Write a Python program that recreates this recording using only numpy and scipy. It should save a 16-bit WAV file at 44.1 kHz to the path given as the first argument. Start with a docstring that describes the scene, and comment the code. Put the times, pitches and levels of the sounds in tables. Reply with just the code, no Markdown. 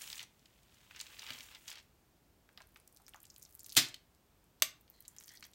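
"""Quiet kitchen: baking paper rustles on a metal tray, sticky mash smacks as a spoon scoops it, a lump
slaps onto the paper, the spoon knocks the bowl and scrapes along it for more.
Paper, mash and slap are gated noise and short noise bursts; tray and bowl are decaying modes;
the scrape is crackle through resonators. A sparse-tap room and steady noise surround them."""
import sys
import numpy as np
from scipy import signal
from scipy.fft import rfft, irfft
from scipy.io import wavfile
from scipy.ndimage import uniform_filter1d

SR = 44100
rng = np.random.default_rng(int(sys.argv[2]) if len(sys.argv) > 2 else 0)


def dump_mix(stems):
    """Bounce the given channels to the path in sys.argv[1] as a 16-bit WAV at rate SR."""
    frames = np.atleast_2d(stems).T  # one column per channel
    limited = np.clip(frames, -1, 1)  # hard clip at full scale
    pcm = np.round(limited * 32767).astype(np.int16)
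    wavfile.write(sys.argv[1], SR, pcm)


N = 244314


def gain_of(db):
    """Decibels to amplitude gain."""
    return 10 ** (np.asarray(db) / 20)


def evened(x):
    """Scales to rms 1."""
    return x / np.sqrt(np.mean(x ** 2) + 1e-20)


def read(points, hz):
    """Interpolates a table on a log-frequency axis."""
    f, value = np.transpose(points)
    return np.interp(np.log(hz + 1), np.log(f + 1), value)


def add(mix, start_s, sound):
    """Mixes a sound in at start_s, cut at the end of the mix."""
    part = mix[round(start_s * SR):][:len(sound)]
    part += sound[:len(part)]


def colour(x, points):
    """Zero-phase filter from (frequency [Hz], gain [dB]) points."""
    f = np.fft.rfftfreq(len(x), 1 / SR)
    return irfft(rfft(x) * gain_of(read(points, f)), len(x))


def columns(rows):
    """Start time of a curve, and its other columns at sample rate."""
    s, *rest = np.transpose(rows)
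    t = np.arange(s[0], s[-1], 1 / SR)
    return s[0], [np.interp(t, s, c) for c in rest]


def scattered(rows, count):
    """Random moments along a curve: time, level there, two uniform chance values."""
    s, level_db = np.transpose(rows)[:2]
    when, a, b = rng.random((count, 3)).T
    when = s[0] + .002 + when * (s[-1] - s[0])
    return zip(when, np.interp(when, s, level_db), a, b)


def crackle(count, per_s, spread_db, decay_s):
    """Noise gated by random decaying puffs, a few of them large; rms 1."""
    struck = rng.random(count) < per_s / SR
    size = gain_of(spread_db * np.minimum(rng.exponential(1, count), 4)) * struck
    puffs = signal.lfilter([1], [1, -np.exp(-1 / (decay_s * SR))], size)
    return evened(puffs * rng.standard_normal(count))


def burst(peak_db, hz, octaves, rise_s, decay_s, tail_db, tail_s):
    """A short noise puff around hz plus a ragged tail centred slightly lower."""
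    t, f = np.arange(2048) / SR, np.fft.rfftfreq(2048, 1 / SR)
    head = (1 - np.exp(-(t + 1 / SR) / rise_s)) * np.exp(-t / decay_s) * rng.standard_normal(len(t))
    ragged = crackle(len(t), 1200, 3.0, .0006)
    tail = gain_of(tail_db) * np.exp(-t / tail_s) * ragged
    leak = gain_of(-23.5) * f / (f + 700)  # faint wideband part
    puff = 0
    for part, centre_hz in ((head, hz), (tail, 0.91 * hz)):
        bump = np.exp(-.5 * (np.log2((f + 1) / centre_hz) / octaves) ** 2)
        delayed = np.roll(part, 44)  # 1 ms of room for the filter's pre-ring
        puff = puff + irfft(rfft(delayed) * (bump + leak))
    return gain_of(peak_db) * puff / abs(puff).max()


def ring(modes, rise_s):
    """Sum of dying modes of random phase, level set by the first 10 ms."""
    t = np.arange(SR // 2) / SR
    out = 0
    for hz, db, t60 in modes:
        out = out + gain_of(db - 60 * t / t60) * np.sin(2 * np.pi * (hz * t + rng.random()))
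    out = out * (1 - np.exp(-t / rise_s))
    return out / np.sqrt(2 * np.mean(out[:SR // 100] ** 2))


def floor():
    """Steady noise, strongest in the lows: low hum of the house over microphone hiss."""
    # (frequency [Hz], relative level [dB])
    floor_spectrum = [(13, -39), (22, -18.5), (48, -0.5), (188, -8.5), (248, -10), (335, -11), (507, -16),
                      (686, -16), (1850, -24), (2240, -24.5), (10200, -30), (15800, -28.5)]
    level_db = -69.5
    return gain_of(level_db) * evened(colour(rng.standard_normal(N), floor_spectrum))


def paper():
    """The hiss of sliding paper, grainy in its body and smooth on top, with single creases flipping."""
    # hand on paper, one curve a touch: (time [s], body level [dB], top over body [dB])
    touches = [
        [(0, -57.5, 7.5), (.19, -57, 3), (.235, -54.5, -7), (.25, -81.5, 3), (.7, -75.5, 1.5)],
        [(.7, -76, 3), (.9, -67, -1), (1.01, -54.5, -10), (1.04, -63.5, 1), (1.18, -59.5, 0),
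         (1.3, -51.5, -4.5), (1.48, -63.5, 5), (1.56, -60, -7), (1.6, -75.5, 14)],
        [(1.6, -74, 10), (1.665, -68, 4), (1.685, -54, 4), (1.735, -58.5, -8), (1.795, -60, -19),
         (1.82, -82, 3), (2.0, -98, 0)],
    ]
    # rustle spectrum: (frequency [Hz], gain [dB])
    paper_spectrum = [(240, -60), (400, -7), (826, -3), (893, 4), (964, -0.5), (3120, 7), (7060, -7),
                      (10400, -11.5), (15000, -13), (16000, -5.5)]
    # larger creases flipping: (time [s], peak level [dB], centre [Hz])
    snaps = list([(0.0183, -31, 6140), (0.058, -47, 4380), (0.0764, -37.5, 3860), (0.1012, -34.5, 4330),
                  (0.1139, -43, 5000), (0.1291, -34, 3750), (0.1564, -38, 6670), (0.18, -36.5, 4900),
                  (0.1945, -30.5, 3360), (0.205, -37, 3000), (0.229, -37, 6510), (0.3944, -57, 4860),
                  (0.4578, -50.5, 3440), (0.632, -55, 5900), (0.7438, -53.5, 6100), (0.9108, -44.5, 1990),
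                  (0.962, -40.5, 3200), (0.994, -41, 5650), (1.0018, -31, 3750), (1.012, -31.5, 6750),
                  (1.0676, -39, 3160), (1.194, -34.5, 4330), (1.2214, -44, 2920), (1.2662, -35.5, 3290),
                  (1.3055, -30, 2450), (1.3213, -47, 5060), (1.3872, -41, 4900), (1.4071, -36.5, 3230),
                  (1.4303, -44, 5000), (1.5147, -51.5, 1490), (1.549, -40.5, 3830), (1.68, -34.5, 4360),
                  (1.7022, -35.5, 6440), (1.716, -35, 3000), (1.7276, -41.5, 5870), (1.756, -43, 2950),
                  (1.7876, -52, 3220), (1.8285, -58, 8240), (3.8864, -39.5, 6500), (3.9433, -35.5, 4160)])
    # small creases: peak over rustle, downward spread, lowest centre, range above it
    crinkle_db, crinkle_spread_db, crinkle_hz, crinkle_range_octaves = 14, 5, 2200, 1.34
    # width at -39 dB; louder creases are narrower
    snap_octaves, octaves_per_db = 0.68, -0.01

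    out = np.zeros(N)
    for rows in touches:
        start_s, (level_db, top_db) = columns(rows)
        grainy = colour(crackle(len(level_db), 900, 2.6, .0016), paper_spectrum)
        smooth = colour(crackle(len(level_db), 3000, 1.2, .003), paper_spectrum)
        body = evened(colour(grainy, [(6000, 0), (9000, -20)]))
        top = evened(colour(smooth, [(4500, -20), (7000, 0)]))
        add(out, start_s, gain_of(level_db) * (body + gain_of(top_db) * top))
        for s, db, a, b in scattered(rows, count=14):
            peak_db = db + crinkle_db - crinkle_spread_db * a
            snaps.append((s, peak_db, crinkle_hz * 2 ** (crinkle_range_octaves * b)))
    for s, db, hz in snaps:
        octaves = max(snap_octaves + octaves_per_db * (db + 39), .3)
        add(out, s - .002, burst(db, hz, octaves, 0.00062, 0.0021, -12.5, 0.0087))
    return out


def tray():
    """Low metal modes: the tray shakes under the hand, the lump and the knock."""
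    # shakes: (time [s], level [dB], rise [s])
    shakes = [(1.304, -54.5, 0.0026), (1.394, -63.5, 0.002), (3.767, -39.5, 0.013), (4.622, -56.5, .0015)]
    # tray modes: (frequency [Hz], relative level [dB], t60 [s])
    tray_modes = [(121.9, 5, 0.095), (147.6, -10, 0.24), (258, 2, 0.13), (322, -10.5, 0.13),
                  (610, -10, 0.15), (892, -4.5, 0.08)]
    out = np.zeros(N)
    for s, db, rise_s in shakes:
        add(out, s, gain_of(db) * ring(tray_modes, rise_s))
    return out


def mash():
    """Air pockets pop as very short ticks, each with its own pitch, over a fizz of tiny ones."""
    # larger sticky pockets letting go: (time [s], peak level [dB], centre [Hz], width [octaves])
    smacks = list([(2.4904, -48.5, 1580, 0.8), (2.5292, -57, 8000, .95), (2.5756, -37.5, 3900, 0.31),
                   (2.5766, -43.5, 1130, 1), (2.6041, -45.5, 1220, 0.79), (2.6192, -44.5, 3730, .73),
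                   (2.6711, -50, 11500, .2), (2.6908, -56, 14650, .33), (2.722, -55, 10970, .86),
                   (2.7456, -51, 14130, .5), (2.7599, -43.5, 2780, 0.55), (2.763, -50, 1180, .56),
                   (2.772, -44.5, 5900, 1.1), (2.8001, -46, 10370, 1.2), (2.8762, -38.5, 10600, 0.75),
                   (2.9261, -46, 10440, 0.62), (2.9474, -46, 12020, .28), (2.9641, -47, 6180, .5),
                   (2.972, -40, 7900, 1.24), (3.0004, -55, 985, .33), (3.0195, -51.5, 9510, .5),
                   (3.0657, -45, 6100, 0.2), (3.0816, -42, 4500, 2), (3.0923, -42, 10900, .44),
                   (3.1368, -43.5, 2800, 0.49), (3.1445, -42.5, 1140, 0.49), (3.1617, -45, 6100, .12),
                   (3.203, -46, 8900, 0.5), (3.2182, -47, 12870, .4), (3.2307, -39, 11700, .31),
                   (3.2402, -51.5, 2750, 0.5), (3.2535, -42.5, 6460, 0.66), (3.2674, -51, 7750, .57),
                   (3.3011, -42, 5930, 0.23), (3.3428, -50, 6280, 0.43), (3.3486, -52, 14880, .29),
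                   (3.362, -41, 6000, 0.92), (3.3822, -39.5, 13210, 0.43), (3.3968, -46, 9270, .46),
                   (3.4227, -42, 6330, 0.23), (3.427, -39, 11000, 0.75), (3.437, -43, 9000, .61),
                   (3.4516, -43, 6140, 0.29), (3.4618, -53, 4440, .29), (3.5082, -48, 13940, .71),
                   (3.5254, -47.5, 8340, 0.63), (3.5449, -48, 13110, .47), (3.5513, -34.5, 11820, 0.49),
                   (3.5942, -37, 9100, .77), (3.6042, -39, 7500, .31), (3.6325, -37.5, 12900, 0.24),
                   (3.6448, -37.5, 6200, 0.35), (3.6624, -35, 8300, 1.1), (3.6944, -35.5, 7570, .73),
                   (3.7009, -35.5, 6100, 0.4), (3.723, -32.5, 5000, 0.5), (3.7274, -34.5, 11400, 0.23),
                   (3.7519, -30, 5640, 1.2), (4.149, -54.5, 10070, 0.79), (4.4418, -53, 12030, 0.63),
                   (4.6003, -55, 4960, .86), (4.8104, -43.5, 14260, .51), (4.879, -55, 3380, 0.44),
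                   (4.9007, -38, 13900, 0.19), (5.0055, -40, 13070, 0.32), (5.024, -48, 10440, .86),
                   (5.052, -47, 3780, 0.43), (5.0805, -31.5, 9000, 0.32), (5.1126, -54, 14800, .5),
                   (5.1652, -38, 6500, 2.1), (5.185, -35, 6640, 0.18), (5.2014, -39.5, 12320, .58),
                   (5.209, -42, 2500, 2.3), (5.2183, -48, 11960, .29), (5.226, -46.5, 2740, 2.3),
                   (5.2379, -38, 13620, .79), (5.2433, -45, 6140, .19), (5.2595, -42, 14950, .66),
                   (5.2741, -41, 14880, 0.79), (5.2795, -42, 6120, 1.1), (5.2916, -37, 5280, 0.18),
                   (5.2977, -47, 6500, .6), (5.329, -55, 8500, .3), (5.3376, -46, 12840, .8),
                   (5.3604, -48, 5610, 0.27), (5.3728, -41, 4900, .32), (5.3974, -44, 13680, 0.35),
                   (5.4079, -44, 6560, 0.99), (5.426, -38, 2870, 0.85), (5.4406, -39, 5000, 0.3),
                   (5.4515, -38.5, 5000, 1.7), (5.4664, -43.5, 14000, .23), (5.5143, -53, 12850, .26),
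                   (5.5351, -44, 4740, 0.58)])
    # fine wet fizz, one curve a scoop: (time [s], level [dB])
    scoops = [
        [(2.4, -107), (2.554, -82), (2.722, -81), (3.166, -79), (3.418, -71), (3.636, -69.5), (3.75, -55)],
        [(4.9, -78), (5.086, -75), (5.24, -75), (5.314, -66), (5.54, -83.5)],
    ]
    # small pockets: peak over fizz, downward spread, lowest centre, range above it, width
    pop_db, pop_spread_db, pop_hz, pop_range_octaves, pop_octaves = 22, 8.5, 6000, 1.3, .5

    out = np.zeros(N)
    for rows in scoops:
        start_s, (level_db,) = columns(rows)
        grains = crackle(len(level_db), 500, 2.4, 0.00078)
        fizz = evened(colour(grains, [(1500, -8.5), (5000, -7.0), (13000, -1.5)]))
        add(out, start_s, gain_of(level_db) * fizz)
        for s, db, a, b in scattered(rows, count=14):
            peak_db = db + pop_db - pop_spread_db * a
            smacks.append((s, peak_db, pop_hz * 2 ** (pop_range_octaves * b), pop_octaves))
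    for s, db, hz, octaves in smacks:
        decay_s, tail_s = 1.8 / hz + .00012, 0.0012 + 22 / hz  # higher pops die faster
        add(out, s - .001, burst(db, hz, octaves, .00003, decay_s, -13.0, tail_s))
    return out


def slap():
    """The lump lands: a dense crackle of crushed paper, dulling as it settles."""
    # crush spectrum: (frequency [Hz], gain [dB])
    slap_spectrum = [(180, -38), (300, -12), (537, -20.5), (2170, -6.5), (2360, -7), (2980, -3),
                     (3700, -1.5), (4020, -2), (4910, -3), (14700, -14.5), (16000, -22.5)]
    land_s, rise_s, hold_s = 3.768, .0016, .013
    crush_db, crush_fall_s = -24, 0.011
    settle_db, settle_fall_s = -37, .036
    treble_start_db, treble_end_db, treble_fall_s = 4.75, -5.7, 0.023

    out = np.zeros(N)
    t = np.arange(-.012, .3, 1 / SR)
    after = np.maximum(t - hold_s, 0)
    fall = gain_of(crush_db) * np.exp(-after / crush_fall_s)
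    fall = fall + gain_of(settle_db) * np.exp(-after / settle_fall_s)
    level = np.exp(np.minimum(t, 0) / rise_s) * fall
    dulling = np.exp(-np.maximum(t, 0) / treble_fall_s)
    treble_db = treble_end_db + (treble_start_db - treble_end_db) * dulling
    crush = colour(crackle(len(t), 7000, 2.2, 0.00089), slap_spectrum)
    crush = crush / np.sqrt(uniform_filter1d(crush ** 2, size=500))  # dense: no long gaps
    low = colour(crush, [(6000, 0), (8500, -60)])
    treble = crush - low
    add(out, land_s + t[0], level * (low + gain_of(treble_db) * treble) / low.std())
    return out


def knock():
    """One hard knock of spoon on bowl: a noise crack, and modes struck once then by brief noisy chatter."""
    # bowl modes: (frequency [Hz], relative level [dB], t60 [s])
    bowl_modes = [(130, -25.5, 0.064), (630, -6.5, 0.048), (1144, -1.5, 0.028), (1810, -8, 0.027),
                  (2193, -3, 0.037), (2820, -7.5, 0.0348), (3490, 3, 0.0397), (3830, -9.5, 0.037),
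                  (4260, -7.5, 0.026), (4625, 2.5, 0.032), (6060, -6, 0.046), (6150, 11.5, 0.021),
                  (7350, -9.5, .035), (7870, -3.5, 0.031), (8410, 0.5, .03), (11200, 0, 0.033),
                  (11850, -14, .03), (13800, -9, .03)]
    # crack spectrum: (frequency [Hz], gain [dB])
    crack_spectrum = [(60, -35), (450, -14.5), (640, -12.5), (860, -31.5), (1100, -11.5), (2300, -2),
                      (4600, 0.5), (5700, -7.5), (6300, -3), (8500, -3), (10000, -15), (11500, -3),
                      (16000, -14.5)]
    knock_s, crack_db, modes_db, chatter_db = 4.6217, -19.5, -22.5, -25.5

    out = np.zeros(N)
    t = np.arange(4096) / SR
    crack = evened(colour(rng.standard_normal(len(t)), crack_spectrum))
    decay = np.exp(-t / 0.0028)
    decay = decay + gain_of(-9.5) * np.exp(-t / 0.009) + gain_of(-25.0) * np.exp(-t / 0.033)
    add(out, knock_s, gain_of(crack_db) * crack * decay)
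    chatter = gain_of(chatter_db) * rng.standard_normal(len(t)) * np.exp(-t / 0.0016)
    chatter[0] = 1  # the strike
    add(out, knock_s, gain_of(modes_db) * signal.fftconvolve(ring(bowl_modes, .0003), chatter))
    return out


def scrape():
    """Small slips of the spoon sound the rub bands of the bowl wall; pitch glides through each stroke."""
    # strokes: (start [s], length [s], level [dB], high-band share [0-1],
    # pitch glide [share above nominal at the start, below it at the end])
    strokes = [(4.909, .17, -74, 0.59, .04), (5.079, 0.21, -78, .17, .01), (5.273, .1, -63.5, 0.18, -0.051),
               (5.426, .045, -66.5, .1, 0.0085)]
    # rub bands: (centre [Hz], width [Hz], level [dB])
    rub_bands = [(1900, 290, 0), (3260, 210, -4), (4110, 170, 3.5), (7300, 400, -26.5)]
    rasp_db, stroke_shape = -14, 0.62  # wide rasp under the bands; exponent of the swell

    out = np.zeros(N)
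    for start_s, length_s, level_db, high_share, glide in strokes:
        u = np.linspace(0, 1, round(length_s * SR))
        slips = crackle(len(u), 900, 2.3, 0.001)
        rasp = colour(slips, [(600, -25.5), (1500, -3.5), (7000, -4), (12000, -20)])
        rub = gain_of(rasp_db) * evened(rasp)
        for hz, width_hz, db in rub_bands:
            band = evened(signal.lfilter(*signal.iirpeak(hz, hz / width_hz, SR), slips))
            share = high_share if 4000 < hz < 5000 else 1 - high_share
            rub = rub + gain_of(db) * band * share
        gliding = np.interp(u + glide * u * (1 - u), u, rub)
        swell = np.sin(np.pi * u).clip(0) ** stroke_shape
        add(out, start_s, gain_of(level_db) * swell * gliding)
    return out


def kitchen(x):
    """Room tail: sparse taps of random sign, each band dying at its own speed."""
    # (frequency [Hz], t60 [s])
    room_t60 = [(100, .3), (700, 0.32), (2500, 0.29), (6000, 0.23), (12000, .18)]
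    taps = np.zeros(SR // 2)
    at = np.arange(160, len(taps) - 10, 10)
    taps[at + rng.integers(0, 10, len(at))] = rng.choice([-1., 1.], len(at))
    hz, t, z = signal.stft(taps, SR, nperseg=128)
    decay = gain_of(-60 * t / read(room_t60, hz)[:, None])
    tail = signal.istft(z * decay, SR, nperseg=128)[1]
    return signal.fftconvolve(x, tail / np.linalg.norm(tail))[:N]


def scene():
    """Dry sources, each with its own share of room, over the floor."""
    rustle, lump = paper(), tray() + slap()
    wet, hit = mash() + scrape(), knock()
    sends = gain_of(-12.5) * (rustle + wet) + gain_of(-8) * lump + gain_of(-13.5) * hit
    return (rustle + wet + lump + hit + kitchen(sends) + floor())[None]


def record(dry):
    """Microphone colour, then a steep low-pass band limit."""
    # treble dip: (frequency [Hz], gain [dB])
    mic_response = [(8500, 0), (10500, -2.5), (12000, 0.5)]
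    edge_hz = 15950
    heard = colour(dry[0], mic_response)[None]
    lowpass = signal.firwin(511, edge_hz, window=("kaiser", 9), fs=SR)
    return signal.oaconvolve(heard, lowpass[None], "same")


dry = scene()
out = record(dry)
dump_mix(out)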